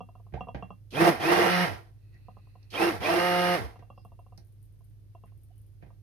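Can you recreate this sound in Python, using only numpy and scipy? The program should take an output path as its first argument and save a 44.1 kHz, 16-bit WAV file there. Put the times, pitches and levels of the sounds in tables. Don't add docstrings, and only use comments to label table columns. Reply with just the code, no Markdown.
import sys
import numpy as np
from scipy import signal
from scipy.fft import rfft, irfft, next_fast_len
from scipy.io import wavfile
from scipy.ndimage import uniform_filter1d

SR = 44100
rng = np.random.default_rng(int(sys.argv[2]) if len(sys.argv) > 2 else 0)


def store_pcm(level_fs):
    pcm = np.round(np.clip(level_fs, -1, 1) * 32767).astype(np.int16)
    wavfile.write(sys.argv[1], SR, np.atleast_2d(pcm).T)


N = 265482


def amp(db):
    return 10 ** (np.asarray(db) / 20)


def unit(x):
    return x / np.sqrt(np.mean(x ** 2) + 1e-20)


def read(points, hz):
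    f, value = np.transpose(points)
    return np.interp(np.log(hz + 1), np.log(f + 1), value)


def add(mix, s, sound):
    part = mix[..., max(round(s * SR), 0):][..., :sound.shape[-1]]
    part += sound[..., :part.shape[-1]]


def colour(x, gain):
    size = next_fast_len(x.shape[-1] + 2048)
    spectrum = rfft(x, size) * gain(np.fft.rfftfreq(size, 1 / SR))
    return irfft(spectrum, size)[..., :x.shape[-1]]


def wander(rate_hz):
    return unit(colour(rng.standard_normal(N), lambda hz: np.exp(-(hz / rate_hz) ** 2)))


def lag(x, seconds):
    keep = np.exp(-1 / (seconds * SR))
    return signal.lfilter([1 - keep], [1, -keep], x)


def resonance(hz, centre_hz, width_hz):
    return 1 / (1 + (2 * (hz - centre_hz) / width_hz) ** 2)


# (frequency [Hz], left-right correlation [-1 to 1])
LIKENESS = [(60, -0.14), (140, 0.6), (330, 0.27), (500, 0.42), (770, 0), (1200, -0.06), (2700, 0.25),
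            (4200, -0.03), (15000, 0)]


def noise(spectrum, peaks=(), size=N):
    a, b = rng.standard_normal((2, size))
    same = lambda hz: np.clip(read(LIKENESS, hz), -1, 1)
    right = colour(a, same) + colour(b, lambda hz: np.sqrt(1 - same(hz) ** 2))
    lift = lambda hz: sum(db * resonance(hz, f, width) for f, width, db in peaks)
    return unit(colour(np.array([a, right]), lambda hz: amp(read(spectrum, hz) + lift(hz))))


def fade(t, t60):
    return np.exp(-np.log(1000) * t / t60)


def ring(modes, t, vary_db=1):
    out = 0
    for k, (hz, db, t60) in enumerate(modes):
        level = amp(db + vary_db * rng.standard_normal())
        out = out + (-1) ** k * level * fade(t, t60) * np.sin(2 * np.pi * hz * t)
    return out


def room(x, wet_db=-13, t60=0.095, near_db=-9):
    t = np.arange(SR // 2) / SR
    taps = rng.choice([-1., 1.], (2, len(t))) * (rng.random((2, len(t))) < 3000 / SR)
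    early = taps * (t > .001) * fade(t, 0.063)
    late = taps * (t > .012) * fade(t, t60)
    echoes = sum(amp(db) * h / np.linalg.norm(h, axis=1, keepdims=True)
                 for db, h in ((near_db, early), (wet_db, late)))
    return x + signal.oaconvolve(np.atleast_2d(x), echoes, axes=1)[:, :N]


SIDES = np.array([[.5], [-.5]])
# (frequency [Hz], rms level [dB], phase between the microphones [rad])
HUM = [(48.2, -58, 0.72), (103.1, -55, 0.47), (126, -69.5, 1.2)]
# (frequency [Hz], level per Hz [dB])
ROOM_NOISE = [(12, -47.5), (20, -17.5), (106, -6), (129, -16), (153, -21), (245, -35), (315, -28.5),
              (416, -36), (491, -37), (811, -46), (3260, -54.5), (4430, -55.5), (7110, -59), (12800, -53.5),
              (15500, -64)]


def background():
    t = np.arange(N) / SR
    hum = 0
    for hz, db, apart in HUM:
        phase = 2 * np.pi * (hz * t + rng.random()) + apart * SIDES
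        hum = hum + amp(db + .8 * wander(10)) * np.sqrt(2) * np.sin(phase)
    return hum + amp(-57) * noise(ROOM_NOISE)


# (time [s], level [dB], metal ring level relative to the knock [dB])
KNOCKS = [(0.005, -28.5, -16), (0.087, -41.5, -19), (0.152, -41.5, -21), (0.197, -48, -26),
          (0.265, -46.5, -29), (0.407, -23.5, -14.5), (0.47, -33.5, -48), (0.485, -28.5, -16),
          (0.624, -26.5, -15), (0.704, -30, -18.5), (2.283, -36, -26), (2.368, -41, -24.5),
          (2.47, -53, -27), (2.553, -46.5, -23.5), (3.757, -42, -18), (3.823, -43, -19.5),
          (3.901, -35.5, -18.5), (3.976, -40, -16.5), (4.049, -39.5, -20), (4.118, -44, -23),
          (4.19, -42, -20.5), (4.263, -48, -22.5), (4.322, -44.5, -26), (4.806, -57.5, -27),
          (5.149, -42, -20.5), (5.236, -41.5, -19.5), (5.319, -55, -26), (5.903, -48, -29)]
# (frequency [Hz], level [dB], t60 [s])
KNOCK_MODES = [(110.7, -29, 0.27), (171.2, -20, 0.15), (243, -34.5, 0.3), (565, -5, 0.02),
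               (648, -25.5, 0.028), (713, -5.5, 0.027), (1010, -5, 0.012), (1125, -3.5, 0.0139)]
# (frequency [Hz], level [dB], t60 [s])
RING_MODES = [(2745, 0, .155), (3300, -14, 0.135), (5640, -27, .06)]
# (nominal delay [s], level [dB])
CONTACTS = [(0, 3), (.0039, -1.5)]
CLACK_RISE_S, RING_RISE_S = .003, .001
DETUNE, UNEVEN = .04, .25
HARD_DB, BRIGHTEN = -47, 0.98


def rattle(soft_hz=1400):
    clacks, rings, t = np.zeros(N), np.zeros((2, N)), np.arange(SR // 3) / SR
    soft = signal.butter(5, soft_hz, fs=SR, output="sos")
    for s, db, ring_db in KNOCKS:
        pitch, gap = 1 + np.array([DETUNE, UNEVEN]) * rng.uniform(-0.95, 1, 2)
        clack = ring(KNOCK_MODES, t * pitch) * np.minimum(t / CLACK_RISE_S, 1)
        clack = signal.sosfilt(soft, clack)
        for delay, contact_db in CONTACTS:
            add(clacks, s + gap * delay, amp(db + contact_db) * clack)
        upper = amp(BRIGHTEN * min(db - HARD_DB, 0))
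        metal = np.array([ring(RING_MODES[:1], t) + upper * ring(RING_MODES[1:], t) for side in SIDES])
        add(rings, s, amp(db + ring_db - 8.5) * np.minimum(t / RING_RISE_S, 1) * metal)
    return room(clacks, wet_db=-17, t60=0.2, near_db=-4) + rings


# (frequency [Hz], width [Hz], lift [dB])
BODY = [(460, 50, 8.5), (506.6, 64, 3.5), (708.4, 140, 3), (1375, 52, 10.5), (1580, 150, 12.5),
        (1859, 330, 14), (2093, 110, 6.5), (2760, 140, -6), (4260, 41, -0.5), (5050, 110, 4),
        (6260, 120, 6.5)]
# (time [s], level [dB], thump relative to the bump [dB], bright click relative to the bump [dB])
BUMPS = [(.324, -62, 21.5, -43), (0.338, -42.5, 9, -34), (0.546, -41.5, 8.5, -24), (2.143, -74.5, 22, 3),
         (2.629, -78, -6.5, 15.5), (3.792, -57.5, 1, -11.5), (4.377, -64, 14, 12), (5.825, -57, 11, -20.5),
         (5.862, -64, 5, -20)]
# (frequency [Hz], level per Hz [dB])
CLATTER = [(150, -64), (250, 3.5), (509, -10.5), (577, 0), (763, -1), (1430, -22.5), (1890, -24.5),
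           (2050, -24.5), (2330, -16.5), (7000, -46.5), (9100, -75), (15400, -120)]
# (frequency [Hz], level [dB], t60 [s])
THUMP_MODES = [(65, 1.5, .38), (131, -4.5, 0.4), (185, -6, 0.2), (350, -7.5, 0.092)]
THUMP_SIDES_DB = [
    [-6],
    [1],
]


def bumps():
    out, t = np.zeros((2, N)), np.arange(SR // 2) / SR
    click_spectrum = [(2200, -29), (4200, 14.0), (6000, 9), (7500, -15.0), (12000, -21)]  # (Hz, dB per Hz)
    for s, db, thump_db, click_db in BUMPS:
        clatter = noise(CLATTER, BODY, size=len(t)) * (fade(t, 0.064) + 0.71 * fade(t, .32))
        click = noise(click_spectrum, size=len(t)) * (fade(t, 0.018) + 0.17 * fade(t, 0.19))
        thump = amp(THUMP_SIDES_DB) * ring(THUMP_MODES, t) * (1 - np.exp(-t / 0.0038))
        cushion = 1 - np.exp(-t / 0.00033)
        bump = cushion * clatter + amp(click_db - 3.5) * click + amp(thump_db) * thump
        add(out, s, amp(db) * bump)
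    return out


# (time [s], level [dB], length [s], first pitch [Hz], last pitch [Hz])
BUBBLES = [(0.36, -38.5, 0.032, 545, 1016), (5.499, -63, .025, 628, 796)]


def bubbles():
    out = np.zeros(N)
    for s, db, length, first_hz, last_hz in BUBBLES:
        hz = np.linspace(first_hz, last_hz, int(length * SR))
        add(out, s, amp(db) * np.sin(2 * np.pi * np.cumsum(hz) / SR) * np.hanning(len(hz)))
    return out


# (on [s], off [s], top speed before sag [Hz], churning [dB], brush hiss [dB],
# shaft shake [dB], motor buzz [dB], whine [dB], first bite [dB], run-down shudder [dB],
# time the blades need to run clear of air, if still pressed [s])
PRESSES = [(.905, 1.097, 178.8, -28.5, -47, -16, -31, -34, -39.5, -42.5, .4),
           (1.195, 1.642, 179.8, -27.5, -49.5, -28.5, -36.5, -33.5, -26, -37.5, .27),
           (2.702, 2.891, 175.8, -29.5, -48.5, -40, -35, -33.5, -34, -44, .4),
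           (3.002, 3.553, 178.1, -30.5, -50, -35, -31, -33, -21, -34, .2)]
SPIN_UP_S, COAST_S = .037, .128
CLEAR_S = 0.012
ROUGH_AIRY, ROUGH_CLEAR = 0.64, .1


def motor():
    t = np.arange(N) / SR
    speed, current, clear = np.zeros((3, N))
    for on, off, top_hz, *_, clear_after in PRESSES:
        first = round(on * SR)
        held = np.clip(t[first:], on, off) - on
        released = np.maximum(t[first:] - off, 0)
        spun_up = top_hz + (speed[first] - top_hz) * np.exp(-held / SPIN_UP_S)
        speed[first:] = spun_up * np.exp(-released / COAST_S)
        pressed = (t >= on) & (t < off)
        current += pressed
        clear += pressed * (.5 + .5 * np.tanh((t - on - clear_after) / CLEAR_S))
    rough = ROUGH_AIRY + (ROUGH_CLEAR - ROUGH_AIRY) * lag(clear, .03)
    return speed, lag(current, 0.002), np.clip(rough, 0, 1)


def press_levels():
    rows = np.array(PRESSES)
    latest = np.maximum(np.searchsorted(rows[:, 0], np.arange(N) / SR) - 1, 0)
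    return uniform_filter1d(rows[latest, 3:-1].T, size=600, axis=1)


# (start [s], length [s], throb twice a turn [dB],
# throb four times a turn [dB], extra churning [dB])
GULPS = [(.988, 0.038, -21, -31.5, 3), (1.038, .012, -39.5, -23, 5.5), (1.054, 0.036, -24.5, -33.5, 3),
         (1.245, .05, -26, -44, 1.5), (1.308, 0.036, -21.5, -33.5, 2), (1.371, 0.055, -28.5, -39, 0.5),
         (2.795, 0.044, -28.5, -48, 3), (2.837, 0.051, -23.5, -47, -0.5), (3.067, 0.078, -36, -29, 1),
         (3.136, 0.051, -27.5, -35.5, -0.5)]
GULP_ATTACK_S, GULP_RELEASE_S = 0.02, .012


def gulps():
    t = np.arange(N) / SR
    twice, four, extra = np.zeros((3, N))
    for start, length, twice_db, four_db, extra_db in GULPS:
        attack = np.clip((t - start) / GULP_ATTACK_S, 0, 1)
        swell = attack * np.exp(-np.maximum(t - start - length, 0) / GULP_RELEASE_S)
        twice += amp(twice_db) * swell
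        four += amp(four_db) * swell
        extra += extra_db * swell
    return twice, four, extra


def shaft_tone(angle, order, blur, blur_hz=30, apart=0.89):
    phase = order * angle + 2 * np.pi * rng.random() + apart * SIDES
    steady = np.sqrt(2 * (1 - blur ** 2))
    in_step = (steady + blur * wander(blur_hz)) * np.cos(phase)
    return in_step + blur * wander(blur_hz) * np.sin(phase)


SETTLE_S = 0.057


def shaft_shake(angle, fast, swirl, current, rough, shake_db):
    force = fast ** 1.3 * swirl ** 1.3 * lag(current, .015)
    settled = lag(np.maximum(ROUGH_AIRY - rough, 0), SETTLE_S)
    steadiness = 1 - 1.1 * ROUGH_AIRY + 1.2 * settled
    return amp(shake_db) * force * steadiness * shaft_tone(angle, 0.99, rough ** 2, apart=0.9)


SHUDDER_HZ, SHUDDER_WIDTH_HZ = 100, 37


def run_down_shudder(angle, speed, fast, swirl, current, shudder_db):
    coasting = (1 - current) * (swirl > fast)
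    nearness = np.exp(-((speed - SHUDDER_HZ) / SHUDDER_WIDTH_HZ) ** 2)
    tone = shaft_tone(angle, 1, .5, blur_hz=35, apart=1.8)
    return amp(shudder_db) * lag(coasting, 0.011) * nearness * tone


def blade_beat(angle, fast, rough, buzz_db, throb, overtone):
    twice = (amp(buzz_db - 3) * fast ** 3 + throb) * shaft_tone(angle, 2, rough ** 3, apart=0.35)
    return amp(-3.5) * (twice + overtone * shaft_tone(angle, 4, rough))


# (multiple of the shaft speed, level [dB])
BUZZ = [(3, 1), (4, 3.5), (5, -3.5), (6, -14.5), (7, -2), (8, -15.5), (9, -17), (10, -27), (12, -17),
        (14, -25)]


def motor_buzz(angle, fast, drive, rough, buzz_db):
    harmonics = sum(amp(db) * shaft_tone(angle, order, rough) for order, db in BUZZ)
    return amp(buzz_db - 2.5) * fast ** 3 * drive * (1 - rough ** 2) * harmonics


# (frequency [Hz], width [Hz], level [dB])
SHELL = [(2483, 270, 3.5), (3240, 1100, -6), (3200, 180, 1.5), (4520, 210, -14), (5400, 300, -11.5)]


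def motor_whine(angle, fast, current, rough, mains, whine_db, surge_db=5):
    slots = shaft_tone(angle, 16, rough, blur_hz=70)
    slots = slots + amp(-5) * shaft_tone(angle, 24, rough ** .25, blur_hz=260)
    slots = slots + .5 * fast * shaft_tone(angle, 32, .5 * rough)
    slots = slots + amp(3.5) * rough * rng.standard_normal((2, N))
    shell_gain = lambda hz: sum(amp(db) * resonance(hz, f, width) for f, width, db in SHELL)
    shell = colour(slots * (1 + 0.52 * mains), shell_gain)
    return amp(whine_db - 5.5 + surge_db * (1 - fast)) * current * fast ** 1.5 * shell


# (frequency [Hz], level per Hz [dB])
CHURN = [(470, -36.5), (800, -2), (1320, 0.5), (1440, -9.5), (1890, -8.5), (2350, -2.5), (2850, -4.5),
         (3630, -11.5), (5600, -15), (6790, -34), (8000, -52.5), (10400, -74.5), (17600, -120)]
# (frequency [Hz], level per Hz [dB])
SLOSH = [(60, -16), (130, -14.5), (200, -3), (250, -20.5), (330, 1.5), (420, -8.5), (560, -9), (700, 1),
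         (900, -2.5), (1150, -7), (1800, -35)]


def churning(angle, fast, swirl, drive, rough, mains, churn_db, gulp_db, slosh_db=4.5):
    turn, within = np.divmod(angle / (2 * np.pi), 1)
    blow_db = 3.8 * np.clip(rng.standard_normal(N), -2, 2)
    blows = amp(blow_db)[turn.astype(int)] * np.exp(-within / 0.75)
    lumps = amp(1.5 * rough * wander(45) + 1.4 * wander(700)) * (1 + 0.3 * rough * blows)
    stirred = amp(churn_db + gulp_db) * drive * swirl ** 0.87
    churn = amp(-1.5) * stirred * fast ** 2.01 * noise(CHURN, BODY) * lumps * (1 + 0.022 * mains)
    slosh_gain = amp(slosh_db - 14 * (1 - rough) ** 2 + .8 * gulp_db)
    slosh = slosh_gain * stirred * fast ** 1.79 * noise(SLOSH, BODY) * amp(2.3 * rough * wander(40))
    return churn + slosh


# (frequency [Hz], level per Hz [dB])
BRUSHES = [(6000, -33), (8000, -2), (9500, 2.5), (11000, 6), (13000, 1.5), (15200, -15)]


def brush_hiss(fast, swirl, drive, mains, brush_db, gulp_db):
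    level = amp(brush_db + 0.85 * gulp_db) * drive * fast ** 1.9 * swirl ** .6
    return level * noise(BRUSHES) * (1 + 0.082 * mains) * amp(.7 * wander(900))


# (frequency [Hz], level per Hz [dB])
SPARKS = [(1500, -16.5), (3000, -2.5), (4500, -1), (6000, -8), (8000, -15), (12000, -15), (15500, -23.5)]


def sparks_and_bearing(fast, current, stall_db=-57, rasp_db=-52):
    return (amp(stall_db) * current * (1 - fast) + amp(rasp_db) * fast ** 2) * noise(SPARKS)


BITE_HZ = 108.1


def first_bite(speed, fast, swirl, bite_db):
    slip = np.maximum(fast - swirl, 0) * np.clip((speed - BITE_HZ) / 6, 0, 1)
    return amp(bite_db) * slip * noise(CHURN, SHELL)


SWIRL_S = 0.057
SAG = .04


def blender(coast_db=-2.5):
    speed, current, rough = motor()
    churn_db, brush_db, shake_db, buzz_db, whine_db, bite_db, shudder_db = press_levels()
    throb, overtone, gulp_db = gulps()
    speed = speed * (1 - SAG * rough ** 2)
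    jitter = (.001 + 0.0045 * rough) * wander(30)
    angle = 2 * np.pi * np.cumsum(speed * (1 + jitter)) / SR
    fast = speed / speed.max()
    swirl = lag(fast, SWIRL_S)
    drive = amp(coast_db * (1 - lag(current, 0.0067)))
    mains = np.cos(2 * np.pi * 100 * np.arange(N) / SR)
    out = shaft_shake(angle, fast, swirl, current, rough, shake_db)
    out = out + run_down_shudder(angle, speed, fast, swirl, current, shudder_db)
    out = out + blade_beat(angle, fast, rough, buzz_db, throb, overtone)
    out = out + motor_buzz(angle, fast, drive, rough, buzz_db)
    out = out + motor_whine(angle, fast, current, rough, mains, whine_db)
    out = out + sparks_and_bearing(fast, current) + first_bite(speed, fast, swirl, bite_db)
    out = out + churning(angle, fast, swirl, drive, rough, mains, churn_db, gulp_db)
    return out + brush_hiss(fast, swirl, drive, mains, brush_db, gulp_db)


# (start [s], length [s], level [dB])
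SCRAPE = (1.9, .85, -77.5)
# (frequency [Hz], level per Hz [dB])
STEEL = [(1200, -5), (1750, -6.5), (1950, 3), (2200, -11), (2600, 6), (3200, -22), (4200, -2), (5200, -19),
         (8000, -40.5)]
SCRAPE_RISE_S, SCRAPE_FALL_S = 0.24, 0.04


def scrape():
    start, length, db = SCRAPE
    t = np.arange(N) / SR - start
    stroke = np.clip(np.minimum(t / SCRAPE_RISE_S, (length - t) / SCRAPE_FALL_S), 0, 1)
    return amp(db + wander(25)) * stroke * noise(STEEL)


# (time [s], level [dB], length [s], centre [Hz], width [Hz])
SQUEAKS = [(2.121, -66.5, 0.075, 1940, 253), (3.929, -81, 0.15, 4970, 700),
           (5.248, -75.5, 0.07, 1890, 1200), (5.463, -87, 0.18, 2990, 344),
           (5.809, -69.5, 0.042, 2360, 900)]


def squeaks():
    out = np.zeros((2, N))
    for s, db, length, centre_hz, width_hz in SQUEAKS:
        hiss = rng.standard_normal((2, int(length * SR)))
        rub = colour(hiss, lambda hz: resonance(hz, centre_hz, width_hz))
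        add(out, s, amp(db) * unit(rub) * np.hanning(rub.shape[1]))
    return out


# (time [s], level [dB])
CRACKLES = [(4.0482, -58), (4.1944, -63), (4.376, -55), (4.6274, -56.5), (4.6544, -61), (5.2579, -60),
            (5.434, -56.5), (5.5802, -56.5)]
# (frequency [Hz], level per Hz [dB])
CRACKLE = [(3000, -19), (7000, -21), (9300, 5.5), (11500, 4.5), (15000, -1)]
# (start [s], length [s], middle level [dB])
STROKES = [(4.415, 0.5, -63.5), (5.363, 0.38, -64.5)]
SNAPS_PER_S, SNAP_SPREAD_DB = 20, 4


def stirring():
    out, t = np.zeros((2, N)), np.arange(SR // 8) / SR
    scattered = []
    for start, length, db in STROKES:
        for place, size in rng.random((round(length * SNAPS_PER_S), 2)):
            scattered.append((start + length * place, db + SNAP_SPREAD_DB * (2 * size - 1)))
    for s, db in list(CRACKLES) + scattered:
        snap = noise(CRACKLE, size=len(t)) * (fade(t, 0.017) + 0.38 * fade(t, 0.18))
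        add(out, s, amp(db - 10) * snap)
    return out


def scene():
    handling = room(bumps() + bubbles() + stirring() + squeaks())
    return background() + rattle() + handling + blender() + scrape()


# (frequency [Hz], level [dB])
LEFT = [(60, -1), (300, 1.5), (1000, -2), (2000, -1), (5500, 1.5), (7000, 3), (8200, 5), (9700, 8),
        (10500, 6.5), (13000, 4)]
# (frequency [Hz], level [dB])
RIGHT = [(60, 2), (300, 3.5), (1000, 1), (2000, 3), (5500, 6.5), (7000, 4), (8200, -6), (9700, -15),
         (10200, -4), (13000, 1.5)]
EDGE_HZ = 15500


def record(dry, low_cut_hz=40):
    gap_db = lambda hz: -20 / (1 + ((hz - 7500) / 90) ** 2)
    bass_cut = lambda hz: hz ** 4 / (hz ** 4 + low_cut_hz ** 4)
    colour_db = lambda hz: np.array([read(LEFT, hz), read(RIGHT, hz)])
    heard = colour(dry, lambda hz: bass_cut(hz) * amp(colour_db(hz) + gap_db(hz)))
    band_limit = signal.firwin(511, EDGE_HZ, window=("kaiser", 9), fs=SR)
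    return signal.oaconvolve(heard, band_limit[None], "same")


dry = scene()
out = record(dry)
store_pcm(out)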